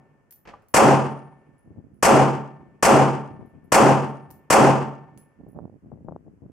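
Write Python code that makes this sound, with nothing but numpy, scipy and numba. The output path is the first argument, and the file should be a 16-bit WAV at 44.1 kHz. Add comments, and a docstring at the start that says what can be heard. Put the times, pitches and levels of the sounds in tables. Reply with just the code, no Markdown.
"""A rifle is fired five times under the roof of an open shooting shed, close by; an earlier shot still fades.
Each shot is one short pressure swing, then fading noise for the echoes, and sine waves for ringing roof and steel.
Empty cases tick and ring on the concrete, and dull noise knocks clack on a bench.
Gusts are filtered random pulses that thump and pop on two microphones, over a quiet outdoor noise.
A limiter presses the loud parts down and an overloaded amplifier rounds their peaks."""
import sys
import numpy as np
from scipy import signal
from scipy.fft import rfft, irfft, next_fast_len
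from scipy.io import wavfile
from scipy.ndimage import uniform_filter1d
from numba import njit

SR = 44100
rng = np.random.default_rng(int(sys.argv[2]) if len(sys.argv) > 2 else 0)


def unload_wav(signal):
    """Save mono or channel-first audio to the path in sys.argv[1] as 16-bit WAV at rate SR, clipped to [-1, 1]."""
    wavfile.write(
        sys.argv[1],
        SR,
        np.round(np.clip(np.atleast_2d(signal).T, -1, 1) * 32767).astype(np.int16),
    )


N = 287517  # length in samples, about 6.5 s


def undb(db):
    """Turn decibels into an amplitude factor."""
    return 10 ** (np.asarray(db) / 20)


def fade(t, t60):
    """Amplitude that starts at t = 0 and loses 60 dB in t60 seconds."""
    return (t >= 0) * np.exp(-np.log(1000) * np.maximum(t, 0) / t60)


def across(table, hz):
    """Read the columns of a table at hz, between its rows on a logarithmic frequency axis."""
    f, *columns = np.transpose(table)
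    return [np.interp(np.log(hz), np.log(f), column) for column in columns]


def stereo(x, pan_db):
    """Make the left side pan_db louder than the right."""
    return x * undb(np.array([[.5], [-.5]]) * pan_db)


def add(out, x, s):
    """Mix x into out from time s on, cutting off what lies outside."""
    start = int(s * SR)
    x = x[:, max(-start, 0):N - start]
    first = max(start, 0)
    out[:, first:first + x.shape[1]] += x


def lowpass(x, hz):
    """Gently remove what lies above hz."""
    return signal.sosfilt(signal.butter(2, np.clip(hz, 20, SR / 3), fs=SR, output="sos"), x)


def bandpass(x, low_hz, high_hz, order=2):
    """Keep what lies between two frequencies."""
    return signal.sosfilt(signal.butter(order, [low_hz, high_hz], "band", fs=SR, output="sos"), x)


def rifle():
    """Each blast wakes nearly the same echoes, as one shed answers all; moving air changes a little of them."""
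    # the shots: (time [s], blast level [dB], ring level of the flying case [dB])
    shots = [(-.62, -2, -60), (.7392, 0, -44), (2.025, 0, -56), (2.8247, 0, -50), (3.7186, 0, -47),
             (4.5006, 0, -60)]
    size, out = 61440, np.zeros((2, N))
    t = np.arange(size) / SR
    repeat = .9  # share of the echo power that is the same for every shot
    blast_db, blast_hz = 16, 800
    flying_hz, flying_t60_s = 9600, .9
    same, loose = shed(size)
    # the direct muzzle wave: one short swing, far above the echoes
    blast = undb(blast_db) * np.sin(2 * np.pi * np.clip((t - .006) * blast_hz, 0, 1))
    steady = np.sqrt(repeat) * same + rings(size) + slaps(size) + blast
    fade_in = np.clip(t / .006, 0, 1) ** 2
    fade_out = np.clip((t[-1] - t) / .3, 0, 1)
    # the spinning case turns its ring towards and away from the microphones
    spin = 1 + .4 * np.sin(2 * np.pi * 14 * t)
    flying = fade(t, flying_t60_s) * np.sin(2 * np.pi * flying_hz * t) * spin
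    for k, (s, db, flying_db) in enumerate(shots):
        # swap the sides or flip the sign, so that the changing part differs between neighbouring shots
        turned = np.sqrt(1 - repeat) * loose[::(-1) ** k] * (-1) ** (k // 2)
        shot = undb(db) * (steady + turned) + undb(flying_db) * flying
        add(out, fade_in * fade_out * shot, s)
    return out


def shed(size):
    """Two echo patterns of a blast: bands of noise that crack, build up and die away."""
    # how the shed answers, each level for a third-octave band before the stereo and clump changes:
    # (frequency [Hz], crack level [dB], crack t60 [s], reverberation level [dB], reverberation t60 [s],
    #  build-up time [s], far rumble level [dB])
    answer = [(30, -39, .2, -50, .5, .03, -80), (70, -22, .2, -33, .55, .05, -65),
              (100, -13, .2, -25, .6, .1, -59), (140, -16, .15, -24, .7, .09, -55),
              (250, -15, .12, -8, .6, .1, -52), (500, -11, .12, -4, .53, .08, -53),
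              (900, 0, .15, -3, .58, .04, -57), (1500, -7, .2, -12, .56, .05, -62),
              (2000, -9, .24, -16, .52, .08, -66), (2700, -10, .24, -13, .5, .09, -66),
              (3900, -14, .19, -21, .46, .1, -78), (5500, -9, .19, -17, .43, .11, -82),
              (8000, -6, .18, -15.5, .39, .11, -84), (11000, -13, .17, -23, .345, .11, -94),
              (16000, -27, .17, -37, .295, .11, -102)]
    # stereo width: (frequency [Hz], side minus mid [dB])
    side_db = [(60, 2), (110, -7), (200, -7), (380, -7), (700, -9), (1290, -5.5), (2380, -5.5), (4400, -6),
               (8120, -4), (15000, -1)]
    # stereo balance: (frequency [Hz], left minus right [dB])
    lean_db = [(60, 1.0), (110, -0.5), (200, -0.5), (380, -0.5), (700, 1.0), (1290, 3.0), (2380, 1.0),
               (4400, 1.5), (8120, 1.5), (15000, -1.0)]
    far_t60_s = 2.2
    clump_db, clump_s = 1.5, .012  # echoes arrive in uneven clumps of about this length
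    step = 32  # samples between level updates
    t = np.arange(0, size, step) / SR
    f = np.fft.rfftfreq(size, 1 / SR) + 1e-9
    mid, side = rfft(rng.standard_normal((2, 2, size)))
    side = side * undb(across(side_db, f)[0])
    ports = stereo(np.stack([mid + side, mid - side], axis=1), across(lean_db, f)[0])
    out = 0
    for hz in 25 * 2 ** np.arange(0, 9.5, 1 / 3):
        crack_db, crack_t60, db, t60, rise, far_db = across(answer, hz)
        # neighbouring bands overlap
        shape = np.cos(np.pi / 2 * np.clip(3 * np.log2(f / hz), -1, 1)) ** 2
        swell = 1 - np.exp(-(t / rise) ** 2)
        crack = (undb(crack_db) * fade(t, crack_t60)) ** 2
        reverberation = swell * (undb(db) * fade(t, t60)) ** 2
        far_rumble = (undb(far_db) * fade(t, far_t60_s)) ** 2
        power = crack + reverberation + far_rumble
        level = np.sqrt(power / np.mean(shape ** 2))
        out = out + np.repeat(level, step) * irfft(ports * shape, size)
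    clump = int(clump_s * SR)
    clumps = uniform_filter1d(np.repeat(rng.standard_normal(size), clump)[:size], clump)
    return out * undb(clump_db * clumps / clumps.std())


def rings(size):
    """Roof, benches and steel posts ring as fading sine waves that swell in over three cycles."""
    # the ringing modes: (frequency [Hz], level at the blast [dB], t60 [s], start after the blast [s])
    modes = [(138, 1, .68, .1), (147.5, -20, 1.0, .1), (152, -22, 1.0, .1), (174, -13, .7, .1),
             (212, -5, .65, .08), (222, -16, .7, .08), (262, -7, .65, .08), (287, -14, .55, .08),
             (340, -9, .55, .06), (384, -12, .7, .06), (429, -8, .5, .05), (459, -5, .42, .05),
             (549, 5, .4, .04), (604, -11, .5, .04), (660, -14, .45, .04), (767, -4, .63, .03),
             (815, -12, .6, .03), (843, -10, .55, .03), (900, -10, .72, .03), (916, -10, .55, .03),
             (984, -11, .5, .02), (1045, -11, .5, .02), (1183, -14, .62, .02), (1287, -17, .55, .02),
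             (1558, -16, .42, .02), (1785, -53, 2.5, .01), (1798, -62, 2.5, .01), (2224, -62, 2.2, .01),
             (2268, -64, 2.0, .01)]
    out, t = np.zeros((2, size)), np.arange(size) / SR
    skew = .45 * rng.standard_normal(len(modes))  # the two ports hear each mode at a different phase [rad]
    for (hz, db, t60, start), lag in zip(modes, skew):
        swing = undb(db) * fade(t, t60) * np.clip((t - start) * hz / 3, 0, 1)
        out += swing * np.sin(2 * np.pi * hz * (t - start) + np.array([[lag], [-lag]]))
    return out


def slaps(size):
    """Single echoes from the baffles down range, made as short bright bursts of noise."""
    # the slaps: (time after the blast [s], level before the bandpass [dB])
    echoes = [(.088, -22), (.126, -21), (.163, -23), (.288, -39), (.325, -41), (.451, -55)]
    t = np.arange(size) / SR
    level = sum(undb(db) * fade(t - s, .02) for s, db in echoes)
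    return bandpass(level * rng.standard_normal((2, size)), 2500, 8000, order=3)


def cases():
    """An empty case lands: a noise tick, its echo under the roof and three brass modes blurred by tumbling."""
    # the landings: (time [s], tick level [dB], pitch factor [1],
    #  low ring level [dB], middle ring level [dB], high ring level [dB])
    landings = [(.3085, -46, 1.01, -56, -48, -58), (.325, -46, 1.01, -60, -56, -62),
                (.622, -66, 1.01, -90, -90, -92), (.685, -57, 1.01, -64, -68, -64),
                (1.582, -72, .96, -72, -90, -90), (1.9416, -76, .96, -74, -90, -90),
                (3.458, -78, .93, -79, -80, -95), (3.641, -78, .93, -78, -76, -95),
                (4.3047, -48, 1.0, -68, -54, -62), (4.311, -46, 1.0, -75, -70, -75),
                (5.1757, -47, .99, -56, -72, -66), (5.485, -72, .99, -71, -77, -88)]
    # the brass modes: (frequency before the pitch factor [Hz], t60 [s])
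    brass = [(10950, .26), (14050, .24), (15150, .22)]
    out, t = np.zeros((2, N)), np.arange(SR // 3) / SR
    for s, tick_db, pitch, *ring_db in landings:
        noise = rng.standard_normal((2, len(t))) * undb(tick_db)
        tick = noise * fade(t, .008)
        echo = undb(-14) * bandpass(noise, 2500, 13000) * fade(t, .25)
        x = tick + echo
        for (hz, t60), db in zip(brass, ring_db):
            # slow noise shakes the loudness, partly alike on both sides
            tumble = lowpass(rng.standard_normal((2, len(t))), 130) * 9
            ring = undb(db) * fade(t, t60) * np.sin(2 * np.pi * hz * pitch * t)
            x = x + ring * (1 + tumble[0] + .5 * tumble)
        add(out, x, s)
    return out


def clacks():
    """A dull scuffing knock of fading noise, with fading sine waves for the hollow bench top."""
    # the knocks: (time [s], level [dB], brightness [Hz], hollow ring against the knock [dB])
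    knocks = [(.452, -40, 1800, -14), (.472, -34, 2200, -14), (.487, -36, 2600, -12),
              (.503, -43, 2000, -14), (.535, -39, 1300, 7)]
    # the bench top modes: (frequency [Hz], level against the hollow ring [dB], t60 [s])
    bench = [(1180, 0, .05), (820, -4, .06), (1000, -5, .05)]
    out, t = np.zeros((2, N)), np.arange(SR // 3) / SR
    for s, db, bright_hz, ring_db in knocks:
        noise = rng.standard_normal((2, len(t)))
        knock = lowpass(lowpass(noise, bright_hz), 9000) * fade(t, .1)
        dull_tail = undb(-4) * lowpass(noise, 900) * fade(t, .6)
        mid, side = knock + dull_tail
        for hz, mode_db, t60 in bench:
            mid = mid + undb(mode_db + ring_db) * fade(t, t60) * np.sin(2 * np.pi * hz * t)
        onset = np.clip(t / .003, 0, 1)
        add(out, undb(db) * onset * np.array([mid + .5 * side, mid - .5 * side]), s)
    return out


def wind():
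    """Sparse eddies of uneven size, random pulses, thump each port in gusts; single pops stand out."""
    # the pops: (time [s], level [dB])
    pops = [(1.677, -46), (1.76, -41), (3.539, -44), (5.409, -39), (5.465, -36), (5.53, -43), (5.56, -32),
            (5.587, -23), (5.593, -30), (5.653, -31), (5.677, -38), (5.696, -37), (5.726, -43),
            (5.917, -29), (5.973, -40), (6.006, -43), (6.084, -21), (6.091, -28), (6.109, -33),
            (6.121, -26), (6.161, -24), (6.264, -40), (6.279, -38)]
    rasp_db, rasp_at_db, rasp_growth = -16, -42, 1.5  # rasp against thump at that gust level; its extra growth
    pop_hz, pop_at_db, pop_sharpen = 450, -30, .17  # brightness at that pop level; stronger pops are sharper
    pop_lean = 1.2  # a pop leans further to the side its gust blows on
    eddies = (rng.random((2, N)) < 260 / SR) * rng.standard_normal((2, N))  # about 260 per second
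    eddies = eddies + .2 * eddies[::-1]
    thumps = bandpass(lowpass(eddies, 450), 70, 305)
    rasp = bandpass(lowpass(lowpass(eddies, 900), 1400), 250, 620)
    gain = gusts(np.arange(N) / SR)
    # faster air sheds smaller eddies: the rasp grows faster than the thump
    rasp_gain = undb(rasp_db) * (gain / undb(rasp_at_db)) ** rasp_growth
    out = gain * (thumps / thumps.std() + rasp_gain * rasp / rasp.std())
    t = np.arange(-.01, .01, 1 / SR)
    for s, db in pops:
        u = 2 * np.pi * pop_hz * undb(db - pop_at_db) ** pop_sharpen * t
        swing = u * np.exp(-np.abs(u) ** 1.85 / 2)  # one swing of pressure to either side
        sign = rng.choice([-1, 1])
        left, right = gain[:, int(s * SR)]
        pan_db = pop_lean * 20 * np.log10(left / right)
        add(out, stereo(undb(db) * sign * swing, pan_db), s - .008)  # the swing's middle is 2 ms after s
    return out


def gusts(t):
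    """Wind strength at both ports: each gust rises, holds and falls; overlapping gusts add in power."""
    # the gusts: (time of full strength [s], hold [s], level [dB], left minus right [dB])
    blows = [(1.495, .02, -51, -6), (1.675, .035, -45, 2), (1.772, .02, -43, 4), (1.82, .055, -50, -5),
             (1.91, .08, -54, -4), (2.6, .08, -49, 1), (2.72, .07, -57, 1.5), (3.31, .03, -41, 1),
             (3.4, .03, -41, 5), (3.53, .06, -50, 3), (3.63, .07, -53, 4), (4.28, .1, -53, 2),
             (5.125, .06, -52, -3), (5.4, .09, -45, -5.5), (5.55, .05, -39, -5), (5.63, .04, -42, -6),
             (5.72, .03, -48, -6.5), (5.845, .02, -44, -1), (5.922, .02, -41, 6), (5.97, .08, -48, 6),
             (6.075, .08, -41, 6), (6.2, .02, -52, 6), (6.262, .03, -48, 5), (6.32, .04, -54, -1.5),
             (6.415, .05, -45, 1.5), (6.49, .04, -49, -6)]
    rise_db_per_s, fall_db_per_s = 560, 310
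    power = 1e-12
    for s, hold, db, pan_db in blows:
        before = rise_db_per_s * np.maximum(s - t, 0)
        after = fall_db_per_s * np.maximum(t - s - hold, 0)
        power = power + stereo(undb(db - before - after), pan_db) ** 2
    return np.sqrt(power)


def air():
    """Quiet outdoor floor: steady noise, shaped over frequency."""
    # the colour of the noise: (frequency [Hz], relative level per hertz [dB])
    colour = [(18, -30), (30, -6), (110, 0), (500, -14), (1600, -22), (2600, -30), (3800, -40), (7000, -39),
              (11000, -43), (16000, -52)]
    size = next_fast_len(N)
    f = np.fft.rfftfreq(size, 1 / SR) + 1e-9
    x = irfft(rfft(rng.standard_normal((2, size))) * undb(across(colour, f)[0]), size)
    return undb(-66) * x[:, :N] / x.std()


def scene():
    """All sources together, as they reach the microphones."""
    return rifle() + cases() + clacks() + wind() + air()


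@njit
def follow(peak, attack, release):
    """Envelope that jumps up fast and sinks slowly."""
    out, e = np.empty(len(peak)), 0.
    for i in range(len(peak)):
        e += (peak[i] - e) * (attack if peak[i] > e else release)
        out[i] = e
    return out


def record(dry):
    """A limiter shared by both sides, an overloaded amplifier, a dip from the housing and a cut top."""
    limit_db, ratio, attack_s, release_s = -1.3, 20, .00012, .05
    ceiling, lopsided = .76, .03
    housing_hz, housing_width_hz, housing_share = 3750, 1250, .6
    top_hz = 16300
    ahead = np.roll(np.abs(dry).max(0), -96)  # the limiter looks 96 samples (about 2 ms) ahead
    envelope = follow(ahead, 1 / (attack_s * SR), 1 / (release_s * SR))
    held = dry * np.maximum(envelope / undb(limit_db), 1) ** (1 / ratio - 1)
    # rounded, slightly lopsided peaks add overtones and difference tones while the level is high
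    bent = np.tanh(held / ceiling)
    bent = ceiling * (bent + lopsided * bent * bent)
    bent = signal.sosfilt(signal.butter(1, 40, "high", fs=SR, output="sos"), bent)
    dip = signal.lfilter(*signal.iirpeak(housing_hz, housing_hz / housing_width_hz, fs=SR), bent)
    top_cut = signal.ellip(10, .2, 70, top_hz, fs=SR, output="sos")
    return signal.sosfilt(top_cut, bent - housing_share * dip)


dry = scene()
out = record(dry)
unload_wav(out)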